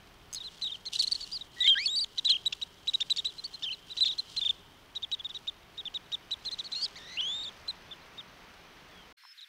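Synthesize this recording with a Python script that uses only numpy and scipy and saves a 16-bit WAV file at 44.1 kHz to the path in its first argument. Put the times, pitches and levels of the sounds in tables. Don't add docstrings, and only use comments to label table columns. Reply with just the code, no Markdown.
import sys
import numpy as np
from scipy import signal
from scipy.fft import rfft, irfft, next_fast_len
from scipy.io import wavfile
from scipy.ndimage import map_coordinates

SR = 44100
rng = np.random.default_rng(int(sys.argv[2]) if len(sys.argv) > 2 else 0)


def inscribe(sig):
    pcm = np.round(np.clip(np.atleast_2d(sig).T, -1, 1) * 32767)
    wavfile.write(sys.argv[1], SR, pcm.astype(np.int16))


N = 418068
TIME = np.arange(N) / SR

# f/Hz, relative density level/dB
WIND_SPECTRUM = [(12, -39), (20, 1), (175, -5), (207, -9), (404, -8), (478, -13.5), (1010, -11.5),
                 (2680, -23.5), (3000, -18.5), (4810, -34), (5530, -32.5), (15500, -30.5)]
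WASH_SPECTRUM = [(150, -1.5), (400, -2), (1100, 0.5), (2500, -1.5), (6300, -13.5), (8500, -56)]
HISS_SPECTRUM = [(290, -63), (500, -34.5), (1600, 2), (3060, -0.5), (5310, -5.5), (6610, -16), (14700, -18),
                 (16000, -24)]
MURMUR_SPECTRUM = [(2300, -23), (3150, 6), (4300, -28)]
SPRAY_SPECTRUM = [(2000, -30), (2900, 7.5), (4800, 3.5), (7200, -4), (9500, -9.5), (12000, -21),
                  (15500, -30)]
# t/s, level/dB
WASH_LEVEL = [(0, -61), (2, -65.5), (4, -63), (5.5, -61), (6.5, -57), (7.3, -54.5), (9.1, -56)]
MURMUR_LEVEL = [(0, -72.5), (1.5, -64), (2.4, -66.5), (4.4, -58.5), (4.8, -70), (9, -85.5)]
# t/s, rise of the rumble/dB
GUSTS = [(.25, 5.5), (1.25, 5), (3.95, 0), (4.551, 5.5), (6.4, 3.5), (7.5, 6)]
# f/Hz, level/dB
HUM_LINES = [(180, -75.5), (410, -75)]
# t/s, excitation level/dB
PLOPS = [(9.236, -38), (9.25, -31)]
TICKS = [(0.329, -28.5), (0.3362, -26), (0.3471, -23.5)]
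# f/Hz, relative level/dB, T60/s
TICK_MODES = [(5070, -17, 0.13), (6430, -3, 0.019), (7770, -8, 0.012), (10900, -22, 0.053),
              (15100, -26, .03)]
# t/s, duration/s, level/dB
SPLASH_BOUTS = [(0.288, 0.66, -57.5), (0.925, 0.056, -36), (1.021, 0.022, -30.5), (0.885, 0.63, -49.5),
                (1.498, 0.69, -54), (2.05, 0.87, -60), (2.736, 1.46, -59), (3.825, 0.89, -58),
                (4.273, 0.29, -54), (5.27, 0.21, -64), (6.304, 1.6, -60.5), (6.736, 0.14, -52),
                (6.946, 0.38, -72)]
# relative vibrato depth, subharmonic level/dB, cycles per strong-weak group, relative jitter
CLEAR, GRAINY, TRILLED = (.0075, -42, 2, .005), (.01, -40, 2, .017), (.036, -7, 2, .028)
HOARSE, WARBLED = (.004, -18, 3, .012), (.018, -50, 2, .004)
# (t/s, f/Hz, level/dB)
WHISTLES = [ (GRAINY, -9.5, [(1.565, 1900, -52.5), (1.645, 2004, -38), (1.676, 2230, -32.5)]),
            (CLEAR, -41, [(1.675, 3160, -19), (1.722, 3226, -21), (1.746, 2990, -26.5)]),
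            (GRAINY, -1, [(1.753, 1578, -38), (1.774, 1643, -31), (1.785, 1926, -32.5), (1.805, 2225, -36),
            (1.857, 2640, -40.5)]), (CLEAR, -13.5, [(1.858, 3690, -31.5), (1.874, 3690, -37),
            (1.884, 3260, -30.5), (1.905, 3750, -35), (1.958, 3860, -30.5), (1.995, 3810, -30),
            (2.011, 4000, -33), (2.042, 3660, -36.5), (2.047, 3220, -29.5)]),
            (HOARSE, -35, [(6.748, 3680, -38), (6.760, 4220, -33.5), (6.802, 4300, -40.5),
            (6.850, 5150, -31.5), (6.865, 3020, -44.5)]), (TRILLED, -32, [(6.956, 3220, -47),
            (6.970, 4710, -47.5), (6.995, 3530, -55), (7.168, 4180, -46.5)]),
            (GRAINY, -45, [(7.171, 2605, -35.5), (7.211, 3450, -27.5)]),
            (GRAINY, -19, [(7.211, 2894, -34.5), (7.280, 3330, -33.5), (7.355, 3660, -36.5),
            (7.385, 3670, -38.5), (7.445, 3780, -38), (7.468, 3430, -39), (7.483, 3730, -40),
            (7.495, 3270, -42.5)]), (CLEAR, -31, [(8.900, 3510, -72), (8.990, 3260, -57),
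            (9.060, 2980, -66)]), (CLEAR, -25, [(9.170, 4250, -70), (9.290, 4160, -67)]),
            (WARBLED, -28, [(9.220, 5300, -66), (9.290, 5250, -56.5), (9.330, 5160, -53.5)])]
# t/s, duration/s, gain/dB
REGISTER_BREAKS = [(1.856, .019, 10), (1.96, .031, 3), (2.007, .036, 4.5), (7.437, 0.0088, -1.5)]
# t/s, duration/s, crest f/Hz, level/dB, rasp (0-1)
CHIPS = [(0.359, 0.03, 4300, -40.0, 0.85), (0.404, 0.024, 3790, -42.5, 0.3),
         (0.438, 0.051, 4130, -42.5, 0.4), (0.62, 0.028, 4160, -33, 0.83), (0.648, 0.034, 3820.0, -35, 0),
         (0.667, 0.025, 3970, -41, 0.42), (0.697, 0.014, 3220.0, -40.5, 0.07),
         (0.716, 0.021, 3710.0, -38.5, 0.37), (0.743, 0.016, 3200, -40.5, 0.15),
         (0.861, 0.026, 4290, -37.5, 0.93), (0.933, 0.017, 3600.0, -44, 0.76),
         (0.959, 0.0045, 4000, -28.0, 0.5), (0.995, 0.02, 4460, -25, 0.76),
         (1.038, 0.01, 4200, -27.5, 0.37), (1.075, 0.0078, 4310.0, -28.5, 0.86),
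         (1.12, 0.011, 4600, -24.5, 0.56), (1.152, 0.011, 4350, -32.5, 0.8), (1.209, 0.01, 4560, -39.5, 1),
         (1.226, 0.021, 4480, -40.0, 0.8), (1.322, 0.055, 4870, -37, 0.58), (1.411, 0.014, 3840, -38.5, 0),
         (1.605, 0.031, 3900, -27.5, 0.1), (1.644, 0.028, 3640.0, -25, 0.12),
         (1.677, 0.026, 3910, -24, 0.25), (2.182, 0.015, 3890, -30.5, 0.9), (2.253, 0.029, 4000, -26, 0.58),
         (2.29, 0.024, 3380, -26.5, 0.32), (2.3, 0.022, 4117, -21.5, 0.56), (2.322, 0.023, 3240, -30, 0.1),
         (2.349, 0.021, 3240, -32, 0.4), (2.461, 0.019, 3940, -26.5, 0.4), (2.53, 0.0066, 3600, -34.5, 1),
         (2.621, 0.015, 3880, -30.5, 0.76), (2.879, 0.02, 3954, -26.5, 0.47),
         (2.941, 0.016, 3914, -25.5, 0.46), (3.009, 0.018, 3676, -27.5, 0.82),
         (3.105, 0.022, 3976, -24.5, 0.6), (3.169, 0.01, 4480.0, -35.5, 1),
         (3.183, 0.021, 3760, -31.5, 0.84), (3.252, 0.022, 3940, -30, 0.7), (3.265, 0.045, 4070, -44, 0.6),
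         (3.383, 0.02, 4180, -41, 0), (3.444, 0.022, 4560, -37, 0.65), (3.537, 0.022, 4270, -42.5, 0.78),
         (3.63, 0.028, 3590, -35, 0.95), (3.661, 0.034, 3170, -36.0, 0), (3.7, 0.033, 3120.0, -36.5, 0.13),
         (3.722, 0.027, 4140, -40.5, 0.74), (3.902, 0.032, 3980, -41.5, 0.44),
         (3.974, 0.023, 4000, -33, 0.86), (4.008, 0.034, 4060, -23.5, 0.22), (4.054, 0.023, 3680, -29, 0.7),
         (4.06, 0.023, 4230, -31.5, 0.7), (4.087, 0.029, 3810, -32, 0.6), (4.115, 0.025, 3910, -39, 0.9),
         (4.186, 0.019, 4180, -30, 0.65), (4.37, 0.025, 4180, -30, 0.7), (4.415, 0.025, 3626, -31.5, 0.37),
         (4.451, 0.028, 3655, -29.5, 0.32), (4.493, 0.017, 3634, -26, 0.3), (4.958, 0.022, 3910, -36, 0.75),
         (5.029, 0.02, 3710, -35, 0.47), (5.122, 0.027, 3950, -30.5, 0.55),
         (5.197, 0.014, 3490, -40.0, 0.46), (5.247, 0.023, 3780, -36, 0.5), (5.297, 0.021, 3750, -43, 0.82),
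         (5.348, 0.028, 3890, -38.5, 0.86), (5.477, 0.022, 3760, -33.5, 0.5),
         (5.779, 0.035, 3810, -39, 0.56), (5.855, 0.028, 3580, -36.5, 0.65),
         (5.947, 0.028, 3850, -34, 0.58), (6.125, 0.029, 3860, -33, 0.74),
         (6.315, 0.028, 3984, -31.5, 0.64), (6.457, 0.036, 4200.0, -37, 0.74),
         (6.518, 0.028, 4240, -36.0, 0.84), (6.59, 0.022, 3910, -35.5, 0.86),
         (6.646, 0.033, 4450.0, -43.0, 0.78), (6.723, 0.02, 4160, -34.5, 0.78),
         (6.819, 0.047, 4590, -34.5, 0.55), (7.682, 0.029, 4145, -34, 0.4),
         (7.911, 0.027, 3580, -44.5, 0.57), (8.18, 0.033, 3730, -44, 0.4), (9.377, 0.011, 4200, -54.5, 0.5),
         (9.386, 0.016, 3840, -50.5, 0.58), (9.415, 0.0048, 4130.0, -47.5, 0.6),
         (9.422, 0.025, 3890, -50, 0.7)]
# harmonic number, base relative level/dB
CHIP_OVERTONES = [(2, -27.5), (3, -36.5)]
# t/s, overtone gain/dB, crest position as a share of the duration
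CHIP_MANNER = [(1.1, 5, 0.32), (2.35, -1, 0.34), (2.46, 8.5, 0.524), (2.95, 0, 0.46), (3.15, 8, 0.41),
               (4.4, -3, 0.35), (6.5, 3, 0.34)]


def from_db(db):
    return 10 ** (np.asarray(db) / 20)


def curve(rows, t):
    times, *columns = np.transpose(rows)
    return [np.interp(t, times, column) for column in columns]


def add(out, start_s, sound):
    i = int(start_s * SR)
    out[i:i + len(sound)] += sound[:N - i]


def drift(size, per_s):
    knots = rng.standard_normal(2000)
    return map_coordinates(knots, [np.arange(size) * per_s / SR], order=2, mode="mirror")


def noise(spectrum, source=None):
    source = rng.standard_normal(N) if source is None else source
    hz, db = np.transpose(spectrum)
    size = next_fast_len(N)
    bins_hz = np.maximum(np.arange(size // 2 + 1) * SR / size, 1)
    gain = from_db(np.interp(np.log(bins_hz), np.log(hz), db, left=-80))
    shaped = irfft(rfft(source, size) * gain, size)[:N]
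    return shaped / shaped.std()


def gate(size, attack_s, release_s):
    t = np.arange(size) / SR
    opening = np.sin(np.pi / 2 * np.clip(t / attack_s, 0, 1))
    closing = np.sin(np.pi / 2 * np.clip(t[::-1] / release_s, 0, 1))
    return opening * closing


def wind(level_db=-59.5, lull_db=-1, gust_width_s=0.18, rumble_top_hz=108):
    air = from_db(level_db) * noise(WIND_SPECTRUM)
    rumble = signal.sosfiltfilt(signal.butter(2, rumble_top_hz, fs=SR, output="sos"), air)
    gust_db = lull_db + sum(db * np.exp(-((TIME - s) / gust_width_s) ** 2) for s, db in GUSTS)
    return air - rumble + rumble * from_db(gust_db)


def hum(wavers_per_s=25):
    out = np.zeros(N)
    for hz, db in HUM_LINES:
        phasor = drift(N, wavers_per_s) + 1j * drift(N, wavers_per_s)
        out += from_db(db) * np.real(phasor * np.exp(2j * np.pi * hz * TIME))
    return out


def wash():
    return from_db(curve(WASH_LEVEL, TIME)[0]) * noise(WASH_SPECTRUM)


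def thin_hiss(level_db=-60.5):
    return from_db(level_db) * noise(HISS_SPECTRUM)


def murmur():
    return from_db(curve(MURMUR_LEVEL, TIME)[0]) * noise(MURMUR_SPECTRUM)


def shore_echo(sound, send_db=-23.5, t60_s=.6, delay_s=.008, band_hz=(2650, 3350)):
    t = np.arange(SR) / SR
    tail = rng.standard_normal(SR) * from_db(-60 * t / t60_s) * np.clip(t / delay_s - 1, 0, 1)
    bandpass = signal.butter(1, band_hz, "band", fs=SR, output="sos")
    tail = signal.sosfilt(bandpass, tail / np.linalg.norm(tail))
    return from_db(send_db) * signal.fftconvolve(sound, tail)[:N]


def plops(band_hz=(900, 1900), t60_s=0.017):
    out, t = np.zeros(N), np.arange(SR // 10) / SR
    for start_s, db in PLOPS:
        add(out, start_s, from_db(db - 60 * t / t60_s) * rng.standard_normal(len(t)))
    return signal.sosfilt(signal.butter(4, band_hz, "band", fs=SR, output="sos"), out)


def ticks():
    out, t = np.zeros(N), np.arange(SR // 10) / SR
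    ring = sum(from_db(db - 60 * t / t60_s) * np.sin(2 * np.pi * hz * t) for hz, db, t60_s in TICK_MODES)
    for start_s, db in TICKS:
        add(out, start_s, from_db(db) * ring)
    return out


def splashing(trickle_db=-69, spurt_db=3, drops_per_s=1500, fine_gain=.7):
    power = np.full(N, from_db(trickle_db) ** 2)
    for start_s, length_s, db in SPLASH_BOUTS:
        bout = from_db(db) * gate(int(length_s * SR), 0.15 * length_s, 0.61 * length_s)
        add(power, start_s, bout ** 2)
    droplets = (rng.random(N) < drops_per_s / SR) * rng.standard_normal(N) * np.sqrt(SR / drops_per_s)
    fine_spray = fine_gain * rng.standard_normal(N)
    spurts = from_db(spurt_db * drift(N, 180))
    return np.sqrt(power) * noise(SPRAY_SPECTRUM, (droplets + fine_spray) * spurts)


def syrinx(hz, partials, jitter, jitter_per_s, shimmer_db):
    phase = 2 * np.pi * np.cumsum(hz * (1 + jitter * drift(len(hz), jitter_per_s))) / SR
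    tone = np.sin(phase) + sum(from_db(db) * np.sin(ratio * phase) for ratio, db in partials)
    return np.sqrt(2) * tone * from_db(shimmer_db * drift(len(hz), 213.7))


def far_flock(count=50):
    out = np.zeros(N)
    for when, pitch, length, nearness in rng.random((count, 4)):
        size = int((.03 + 0.011 * length) * SR)
        hz = (3000 + 1600 * pitch) * (1 - 0.22 * np.linspace(-.7, 1, size) ** 2)
        note = syrinx(hz, [(0.67, -36)], jitter=.025, jitter_per_s=600, shimmer_db=5)
        add(out, 0.088 + 8 * when, from_db(-70 + 10 * nearness) * note * np.hanning(size))
    return out


def whistles(vibrato_hz=44, break_ratio=1.201, break_glide_s=0.0057):
    out = np.zeros(N)
    for (depth, sub_db, cycles, jitter), octave_db, contour in WHISTLES:
        t = np.arange(contour[0][0], contour[-1][0], 1 / SR)
        hz, db = curve(contour, t)
        for start_s, length_s, gain_db in REGISTER_BREAKS:
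            inside_s = np.minimum(t - start_s, start_s + length_s - t)
            upper_register = np.clip(inside_s / break_glide_s + .5, 0, 1)
            hz *= break_ratio ** upper_register
            db += gain_db * upper_register
            octave_db = octave_db - 10 * upper_register
        hz *= 1 + depth * np.sin(2 * np.pi * vibrato_hz * t + drift(len(t), vibrato_hz))
        harmonics = [(2, octave_db), (3, octave_db - 18)]
        step = 1 / cycles
        sub_lines = [(ratio, sub_db - 6 * (ratio - 1)) for ratio in {1 - step, 1 + step, 2 - step}]
        tone = syrinx(hz, harmonics + sub_lines, jitter, jitter_per_s=1600, shimmer_db=.8)
        add(out, t[0], from_db(db) * tone * gate(len(t), 0.0017, 0.00033))
    return out


def flick(from_hz, to_hz, length_s):
    size = int(length_s * SR)
    hz = from_hz + (to_hz - from_hz) * np.linspace(0, 1, size) ** 2
    tone = syrinx(hz, [(1 / 2, -24), (3 / 2, -9), (2, -12)], jitter=0.085, jitter_per_s=1143, shimmer_db=4)
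    return tone * gate(size, 0.00077, 0.0007)


def arch(along, length_s, crest_hz, crest_share, bend_hz=1158, typical_s=0.0194):
    return crest_hz - bend_hz * (length_s / typical_s) ** 0.76 * (along - crest_share) ** 2


def chips(loud_db=-25.5, crest_spread=.035, catch_s=0.0076):
    out = np.zeros(N)
    crest_shifts = crest_spread * rng.standard_normal(len(CHIPS))
    for (start_s, length_s, crest_hz, db, rasp), shift in zip(CHIPS, crest_shifts):
        manner_db, crest_share = curve(CHIP_MANNER, start_s)
        size = int(length_s * SR) + 64
        along = np.linspace(0, 1, size)
        hz = arch(along, length_s, crest_hz, crest_share + shift)
        bright_db = 0.45 * (db - loud_db) + manner_db
        clearing_db = 34 * (1 - rasp) * (1 + along) + 8 * along
        doubling_db = -9 + 20 * np.log10(rasp + 1e-3) - clearing_db
        partials = [(k, level + bright_db) for k, level in CHIP_OVERTONES]
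        partials += [(1 / 2, doubling_db - 11), (3 / 2, doubling_db)]
        note = syrinx(hz, partials, .004 + .04 * rasp ** 3, jitter_per_s=900, shimmer_db=.5 + rasp ** 2)
        softness_db = max(loud_db - db, 0)
        swell_db = 2 - (11 + 0.4 * softness_db) * (along - .45) ** 2 + drift(size, 130)
        taper_s = min(0.0571 * softness_db, 0.0012)
        edges = gate(size, 0.00017 + taper_s / 2, 0.0014 + taper_s)
        add(out, start_s - .0005, from_db(db + swell_db) * note * edges)
        catch = flick(0.82 * hz[0], 1.009 * hz[0], catch_s)
        add(out, start_s - catch_s + 0.000867, from_db(db - 6) * rasp * catch)
        release = flick(.97 * hz[-1], .78 * hz[-1], length_s=.005)
        add(out, start_s + size / SR - .003, from_db(db - 16) * rasp * release)
    return out


def scene(bill_hz=10500, gap_start_s=9.127, gap_end_s=9.168):
    throat_and_bill = signal.butter(4, bill_hz, fs=SR, output="sos")
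    birds = signal.sosfilt(throat_and_bill, chips() + whistles() + far_flock())
    shore = wash() + wind() + hum() + murmur() + splashing() + ticks() + shore_echo(birds)
    before_gap = np.clip((gap_start_s - TIME) / 0.0012, 0, 1)
    after_gap = np.clip((TIME - gap_end_s) / 0.014, 0, 1)
    return (birds + plops() + before_gap * shore + after_gap * thin_hiss())[None]


def record(dry, cutoff_hz=15600):
    return signal.sosfilt(signal.ellip(10, .1, 80, cutoff_hz, fs=SR, output="sos"), dry)


dry = scene()
out = record(dry)
inscribe(out)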